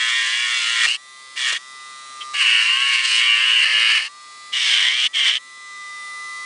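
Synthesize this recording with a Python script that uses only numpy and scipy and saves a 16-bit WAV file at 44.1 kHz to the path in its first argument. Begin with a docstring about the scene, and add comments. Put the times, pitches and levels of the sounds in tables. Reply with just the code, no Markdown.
"""A pitched, gritty rasp comes in strokes: a small cordless rotary tool filing a dog's nail, close up.
The same grit passes the nail at every turn, giving the pitch; it roughens when the drum lands or catches.
A harder press makes the rasp louder and fuller, and drags the motor's whine down from about 134 turns
a second. Brushes and rushing air buzz behind it. The camera's gain control ducks under each stroke
and lets the whine swell back afterwards."""
import sys
import numpy as np
from scipy import signal
from scipy.fft import rfft, irfft, next_fast_len
from scipy.io import wavfile
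from scipy.ndimage import uniform_filter1d, map_coordinates

SR = 44100
rng = np.random.default_rng(int(sys.argv[2]) if len(sys.argv) > 2 else 0)


def dump_mix(stems):
    """Bounce the given channels to the path in sys.argv[1] as a 16-bit WAV at rate SR."""
    frames = np.atleast_2d(stems).T  # one column per channel
    limited = np.clip(frames, -1, 1)  # hard clip at full scale
    pcm = np.round(limited * 32767).astype(np.int16)
    wavfile.write(sys.argv[1], SR, pcm)


N = 284445

# Nail and drum ring differently with each grip. Each row: frequency in Hz, relative level in dB.
SIDE_GRIP = [(960, -63), (1040, -13), (1560, -12), (1860, 4.5), (2080, -6.5), (2270, 2.5), (2570, -11),
             (2850, 5), (3130, -4), (3340, 3.5), (3650, -9.5), (5500, -15.5), (8700, -19), (10000, -28.5)]
TIP_GRIP = [(530, -81), (900, -73), (1060, -18), (1310, -24.5), (1770, -8.5), (1960, -13), (2230, -5),
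            (2520, -11), (2840, 1), (3510, -22), (4420, -15), (5690, -23.5), (7170, -26.5), (8600, -22.5),
            (10000, -34.5), (13000, -78)]
EDGE_GRIP = [(530, -46), (900, -39.5), (1100, -16.5), (1430, -19.5), (1800, -5.5), (2020, -3.5),
             (2300, -2.5), (2540, -14), (2900, -4.5), (3170, -3), (3800, -10), (5520, -11), (7170, -19.5),
             (8430, -17.5), (10000, -29.5), (13000, -70)]
PRESSED_GRIP = [(530, -47), (900, -39.5), (1110, -14), (1580, -16.5), (1770, 1.5), (1920, -8.5),
                (2060, -2.5), (2520, -4), (2870, 7.5), (3540, -18), (4420, -9.5), (5800, -23),
                (7320, -27.5), (9040, -22.5), (10000, -35), (13000, -74.5)]
# The drum on the nail. Each row: start and end in seconds, grip, ring level in dB at a firm press,
# then body, hiss and thrum in dB against the ring, and the closing drop in dB (negative swells).
STROKES = [ (0.0, 0.863, SIDE_GRIP, -18, 1, -5, -32.5, -5.5),
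           (0.872, 0.964, TIP_GRIP, -10.5, -6.5, -5.5, -32, 3),
           (1.363, 1.578, SIDE_GRIP, -18, 2, -6, -29, 0),
           (2.212, 2.237, EDGE_GRIP, -16.5, -8, -18, -34, 15),
           (2.344, 3.053, TIP_GRIP, -10, -3.5, -11.5, -36.5, 2),
           (3.046, 3.201, TIP_GRIP, -9.5, -8, -9, -37.5, -2.5),
           (3.2, 3.631, TIP_GRIP, -7.5, -5.5, -14.5, -40, 3),
           (3.629, 3.987, PRESSED_GRIP, -12, -2, -9, -35, -3.5),
           (3.991, 4.079, PRESSED_GRIP, -16.5, -0.5, -5, -27.5, 1.5),
           (4.53, 5.074, EDGE_GRIP, -10, -5, -11, -38, -5.5),
           (5.139, 5.379, EDGE_GRIP, -8.5, -4.5, -12.5, -37.5, 1), ]
# The drum catches. Each row: time in seconds, relative jolt level in dB, added share of skipping (0-1).
DRUM_CATCHES = [(0.35, -14.5, 0.05), (0.8661, 7.5, 0.5), (1.529, 4.5, 0), (2.344, -7, .2),
                (3.652, -11, 0.72), (3.96, -1.5, 0.81), (4.81, -1.5, 0.43), (5.049, -7.5, 0.13),
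                (5.279, 4, 0.25)]
# The paw hums along. Each row: start and end in seconds, multiple of the shaft rate, level in dB.
PAW_HUMS = [(0, 0.297, 3, -55.5), (3.18, 3.65, 5, -45.5), (3.629, 3.97, 5, -42), (5.283, 5.374, 5, -44.5)]
# The shaft under load, one list per press. Each row: time in seconds, turns a second.
PRESS_SPEEDS = [
    [(0, 115.8), (.28, 116), (.4, 121.4), (.49, 121.2), (.62, 117.2), (.82, 115), (.864, 111.5),
     (.926, 122), (.97, 127.4)],
    [(1.36, 133.5), (1.452, 125.2), (1.502, 116.4), (1.534, 117.6), (1.575, 125.5)],
    [(2.34, 131), (2.398, 129.7), (2.426, 118), (2.566, 112.3), (2.634, 112.3), (2.8, 122.3),
     (2.862, 122.5), (2.91, 123), (2.96, 119.2), (3.022, 119.3), (3.144, 115.6), (3.584, 116.7),
     (3.648, 113), (3.71, 115.7), (3.924, 111.0), (3.958, 116.3), (4.012, 117.0), (4.08, 127.9)],
    [(4.53, 133.3), (4.688, 120.1), (4.78, 110.5), (4.86, 112.5), (4.896, 114.4), (4.96, 123.8),
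     (5.07, 124.8)],
    [(5.14, 131.5), (5.19, 124.7), (5.228, 124.0), (5.286, 119.0), (5.312, 117.8), (5.38, 128.7)],
]
# The two lead harmonics shift as the tool is turned in the hand.
# Each row: time in seconds, level of the ninth in dB, level of the fifteenth in dB.
LEAD_LEVELS = [(0, -40, -44), (1.05, -46.5, -41), (1.64, -47, -40.5), (1.76, -41.5, -38.5),
               (1.87, -39.5, -40), (2.05, -42, -46), (2.27, -33.5, -49), (2.95, -25.5, -48),
               (3.13, -39.5, -44), (4.15, -39, -45), (4.5, -42, -41), (5.42, -46.5, -37.5), (5.8, -38, -33),
               (6.45, -40.5, -32)]
# The rest of the whine, then the commutator's thin overtones.
# Each row: multiple of the shaft rate, level in dB against WHINE_DB.
SHAFT_HARMONICS = [(2, -40), (3, -37), (4, -38), (5, -37), (6, -36), (7, -28), (8, -21), (10, -15),
                   (11, -26), (12, -32), (13, -30), (14, -21), (16, -23), (17, -24), (18, -20), (19, -23),
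                   (20, -29), (21, -31), (22, -33), (23, -32), (24, -23), (25, -27), (26, -21), (27, -16),
                   (28, -23), (29, -24), (30, -18)]
COMMUTATOR_HARMONICS = [(33, -23), (36, -21), (39, -25), (42, -22), (45, -25), (48, -22), (51, -27),
                        (54, -27), (57, -31), (60, -24), (63, -29), (66, -30), (70, -27), (72, -22),
                        (75, -28)]
# Tone colour of the paw's thrum, the brushes and the air round the rotor.
# Each row: frequency in Hz, relative level in dB.
THRUM_EQ = [(25, -20), (70, -19.5), (250, -17.5), (420, -5), (600, 0), (760, -1.5), (950, 2), (1300, -32)]
BRUSH_EQ = [(700, -51.5), (1100, 4), (2900, -19), (3600, 4), (4700, -1.5), (6000, -4), (7200, -12),
            (8200, -7.5), (10000, -6)]
AIR_EQ = [(25, -15.5), (60, -13), (150, -8), (400, -2.5), (1100, -2), (1700, -7), (2800, 2.5), (3700, -0.5),
          (4600, 2.5), (6000, -2.5), (7200, 4), (10000, -4.5)]

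WHINE_DB, BUZZ_DB = -36.5, -38.5
FREE_HZ, SPIN_UP_S = 133.65, .035  # the unloaded shaft, and how quickly it recovers
PRESS_DB, FULLER_DB = 5.5, 4  # from no pressure to a firm press: rasp gain, extra gain on its body
SKIP_DB, BITE_HISS_DB = 2, 3  # lift at full skipping, extra hiss at full bite
TOUCH_DB, TOUCH_S = 5.5, .062  # the drum lands gently: this much softer, for about this long
LANDINGS_S = [rows[0][0] for rows in PRESS_SPEEDS[1:]]


def nail_rasp(turns, press, bite, skip, let_up_s=.097):
    """The main voice: in each stroke the grit drives the resonances of nail, drum and paw."""
    t = since(0)
    force = grit_force(turns, skip)
    thrum = coloured(force, THRUM_EQ)
    touching = sum(np.exp(-np.abs(t - landing) / TOUCH_S) for landing in LANDINGS_S)
    strength = amp(PRESS_DB * (press - 1) + SKIP_DB * skip - TOUCH_DB * touching)
    out = np.zeros(N)
    for start, end, grip, ring_db, body_db, hiss_db, thrum_db, drop_db in STROKES:
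        nail = coloured(force, grip)
        low = filtered(nail, lambda hz: below(hz, 2520))
        high = filtered(nail, lambda hz: 1 - below(hz, 3710))
        ring = unit(nail - low - high)
        body = amp(body_db + FULLER_DB * (press - 1)) * unit(low)
        hiss = amp(hiss_db + BITE_HISS_DB * bite) * unit(high)
        letting_up = np.interp(t, [max(start, end - let_up_s), end], [0, 1])
        envelope = gate(start, end, fade_s=.017) * strength * amp(ring_db - drop_db * letting_up)
        out += envelope * (ring + body + hiss + amp(thrum_db) * thrum)
    return out


def grit_force(turns, skip, lopsided_db=1.03):
    """Grit on the nail: a repeating track, plus fresh scrapes whenever the nail skips."""
    scrapes = lambda: unit(rng.standard_normal(N) * amp(3.4 * wobble(700)))
    # coarse bumps come round again; the finest scratches are new at every turn
    repeating = lambda hz: .1 + .9 / (1 + (hz / 4700) ** 8)
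    coarse = filtered(surface(turns, memory=5.75, spiky_db=1.5), lambda hz: np.sqrt(repeating(hz)))
    fine = filtered(scrapes(), lambda hz: np.sqrt(1 - repeating(hz)))
    track = .85 * coarse + fine
    # the drum is slightly out of round and presses hardest once a turn; a skipping nail bounces on it
    pulse_db = lopsided_db * np.cos(2 * np.pi * (turns + .14 * wobble(3.53)))
    bounce_db = .62 * np.sqrt(skip) * wobble(170)
    return unit(amp(pulse_db + bounce_db)) * (np.sqrt(1 - skip) * track + np.sqrt(skip) * scrapes())


def catch_jolts(width_s=.0073):
    """Each catch of the drum spits a short burst of midrange noise."""
    bursts = sum(amp(db) * np.exp(-((since(0) - s) / width_s) ** 2) for s, db, _ in DRUM_CATCHES)
    midrange = lambda hz: .47 / np.sqrt(1 + (hz / 3500) ** 4) * (hz / (hz + 600)) ** 3
    return filtered(bursts * rng.standard_normal(N), midrange)


def motor_whine(turns, press, skip, weaken_db=8):
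    """Shaft harmonics; under load a skipping nail shakes the shaft, roughening them and dipping the ninth."""
    ninth_db, fifteenth_db = curves(LEAD_LEVELS)
    shake = np.minimum(press, 1) * skip
    shaken = turns + .014 * shake * wobble(150)
    ninth_db = ninth_db - weaken_db * shake
    tone = lambda order, db: amp(db) * np.sqrt(2) * np.sin(2 * np.pi * (order * shaken + rng.random()))
    whine = tone(9, ninth_db) + tone(15, fifteenth_db)
    for order, db in SHAFT_HARMONICS + COMMUTATOR_HARMONICS:
        if order in (8, 10):  # sidebands ride on the ninth
            drift_db = -.5 + .32 * (ninth_db - ninth_db.mean()) + .65 * wobble(5.3)
        else:
            drift_db = .98 * wobble(2.885)
        whine += tone(order, WHINE_DB + db + drift_db)
    return whine


def motor_buzz(turns):
    """Ticking brushes and rotor air, coloured by a shifting reflection off hand and paw."""
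    brushes = coloured(surface(turns, memory=22, spiky_db=5), BRUSH_EQ)
    air = coloured(rng.standard_normal(N), AIR_EQ)
    direct = brushes + amp(-2.5) * air
    delay_ms = 1.04 + .27 * wobble(2.5)
    reflection = map_coordinates(direct, [np.arange(N) - delay_ms * SR / 1000])
    return amp(BUZZ_DB) * unit(direct + .13 * reflection)


def paw_hum(turns):
    """Now and then the paw hums faintly along with a low shaft harmonic."""
    out = np.zeros(N)
    for start, end, order, db in PAW_HUMS:
        envelope = gate(start, end, fade_s=.04) * amp(db + 1.1 * wobble(12))
        out += envelope * np.sin(2 * np.pi * order * turns)
    return out


def shaft_speed(creep_hz=.7, creep_s=.45):
    """Turns a second: dragged down by each press, then running up fast and creeping the last bit."""
    speed = curves(PRESS_SPEEDS[0])[0]
    for rows in PRESS_SPEEDS:
        start, (end, last_hz) = rows[0][0], rows[-1]
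        sag = (FREE_HZ - creep_hz - last_hz) * np.exp(-since(end) / SPIN_UP_S)
        sag += creep_hz * np.exp(-since(end) / creep_s)
        speed = np.select([since(end) > 0, since(start) > 0], [FREE_HZ - sag, curves(rows)[0]], speed)
    return speed


def effort(speed, firm_sag_hz=17, full_bite_hz_per_s=100, smooth_s=.021):
    """How hard the drum is pressed (1 = firm) and how fast it bites (0-1), from the drag on the shaft."""
    slowing = uniform_filter1d(-np.gradient(speed) * SR, int(smooth_s * SR))
    press = (FREE_HZ - speed + SPIN_UP_S * slowing) / firm_sag_hz
    return np.maximum(press, 0), np.clip(slowing / full_bite_hz_per_s, 0, 1)


def skipping(steady=.18, on_landing=.28, settle_s=.37, spread_s=.047):
    """How much the nail skips, 0-1: it flares at each landing of the drum and around each catch."""
    landings = sum((since(s) > 0) * np.exp(-since(s) / settle_s) for s in LANDINGS_S)
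    catches = sum(share * np.exp(-np.abs(since(0) - s) / spread_s) for s, _, share in DRUM_CATCHES)
    return np.clip(steady + on_landing * landings + catches, 0, 1)


def surface(turns, memory, spiky_db, places=256):
    """Bumps round a spinning surface, met again at each turn and slowly renewed over `memory` turns."""
    count = int(turns[-1]) + 3
    draws = rng.standard_normal((2, 1024, places))
    blur = np.exp(-.5 * (np.arange(-60, 61) / memory) ** 2)
    height, size = signal.fftconvolve(draws, blur[None, :, None], mode="same", axes=1)[:, :count]
    bumps = height * amp(spiky_db * unit(size))
    bumps = bumps / bumps.std(axis=1, keepdims=True)
    return unit(map_coordinates(bumps.ravel(), [turns * places]))


def gain_control(x, threshold_db=-27, slope=.43, sense_s=.007, release_s=.53):
    """Ducks at once by a share of the excess level, then lets the gain creep back."""
    level_db = 10 * np.log10(np.abs(uniform_filter1d(x ** 2, int(sense_s * SR))) + 1e-12)
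    duck_db = slope * np.maximum(level_db - threshold_db, 0)
    release = np.exp(-since(0) / release_s)
    return x * amp(-release * np.maximum.accumulate(duck_db / release, axis=-1))


def amp(db):
    """Decibels to gain."""
    return 10 ** (np.asarray(db) / 20)


def unit(x):
    """Scaled to rms 1."""
    return x / np.sqrt(np.mean(x ** 2) + 1e-20)


def since(start):
    """Seconds since start, 0 before it."""
    return np.maximum(np.arange(N) / SR - start, 0)


def gate(start, end, fade_s):
    """Open from start to end, with a linear fade centred on each edge."""
    t = since(0)
    return np.clip(np.minimum(t - start, end - t) / fade_s + .5, 0, 1)


def curves(rows):
    """One automation curve for each column after the time."""
    times, *columns = np.transpose(rows)
    return [np.interp(since(0), times, column) for column in columns]


def wobble(rate):
    """A smooth random curve, rate knots a second."""
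    knots = rng.standard_normal(int(N * rate / SR) + 4)
    coarse = np.arange(0, N + 64, 64)
    return np.interp(np.arange(N), coarse, map_coordinates(knots, [coarse * rate / SR]))


def filtered(x, response):
    """x shaped by a gain that depends on frequency."""
    size = next_fast_len(N + 8192)
    return irfft(rfft(x, size) * response(np.fft.rfftfreq(size, 1 / SR)), size)[..., :N]


def coloured(x, points):
    """x through a (Hz, dB) EQ curve, at rms 1, with a steep low cut under the first point."""
    f, db = np.transpose(points)
    eq = lambda hz: amp(np.interp(np.log(hz + 1), np.log(f), db))
    return unit(filtered(x, lambda hz: eq(hz) * np.minimum(hz / f[0], 1) ** 4))


def below(hz, edge_hz):
    """Gain of a steep low-pass."""
    return 1 / (1 + (hz / edge_hz) ** 24)


def scene():
    """One shaft turns both motor and drum, so whine and rasp bend in pitch together."""
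    speed, skip = shaft_speed(), skipping()
    press, bite = effort(speed)
    turns = np.cumsum(speed * (1 + .00062 * wobble(25))) / SR
    motor = motor_whine(turns, press, skip) + motor_buzz(turns)
    filing = nail_rasp(turns, press, bite, skip) + catch_jolts() + paw_hum(turns)
    return (filing + motor)[None]


def record(dry, ceiling=.61, top_hz=10120):
    """The camera rides its gain, rounds off the highest peaks and cuts the top treble."""
    ducked = gain_control(dry)
    rounded = ducked / (1 + np.abs(ducked / ceiling) ** 8) ** (1 / 8)
    return filtered(rounded, lambda hz: hz < top_hz)


dry = scene()
out = record(dry)
dump_mix(out)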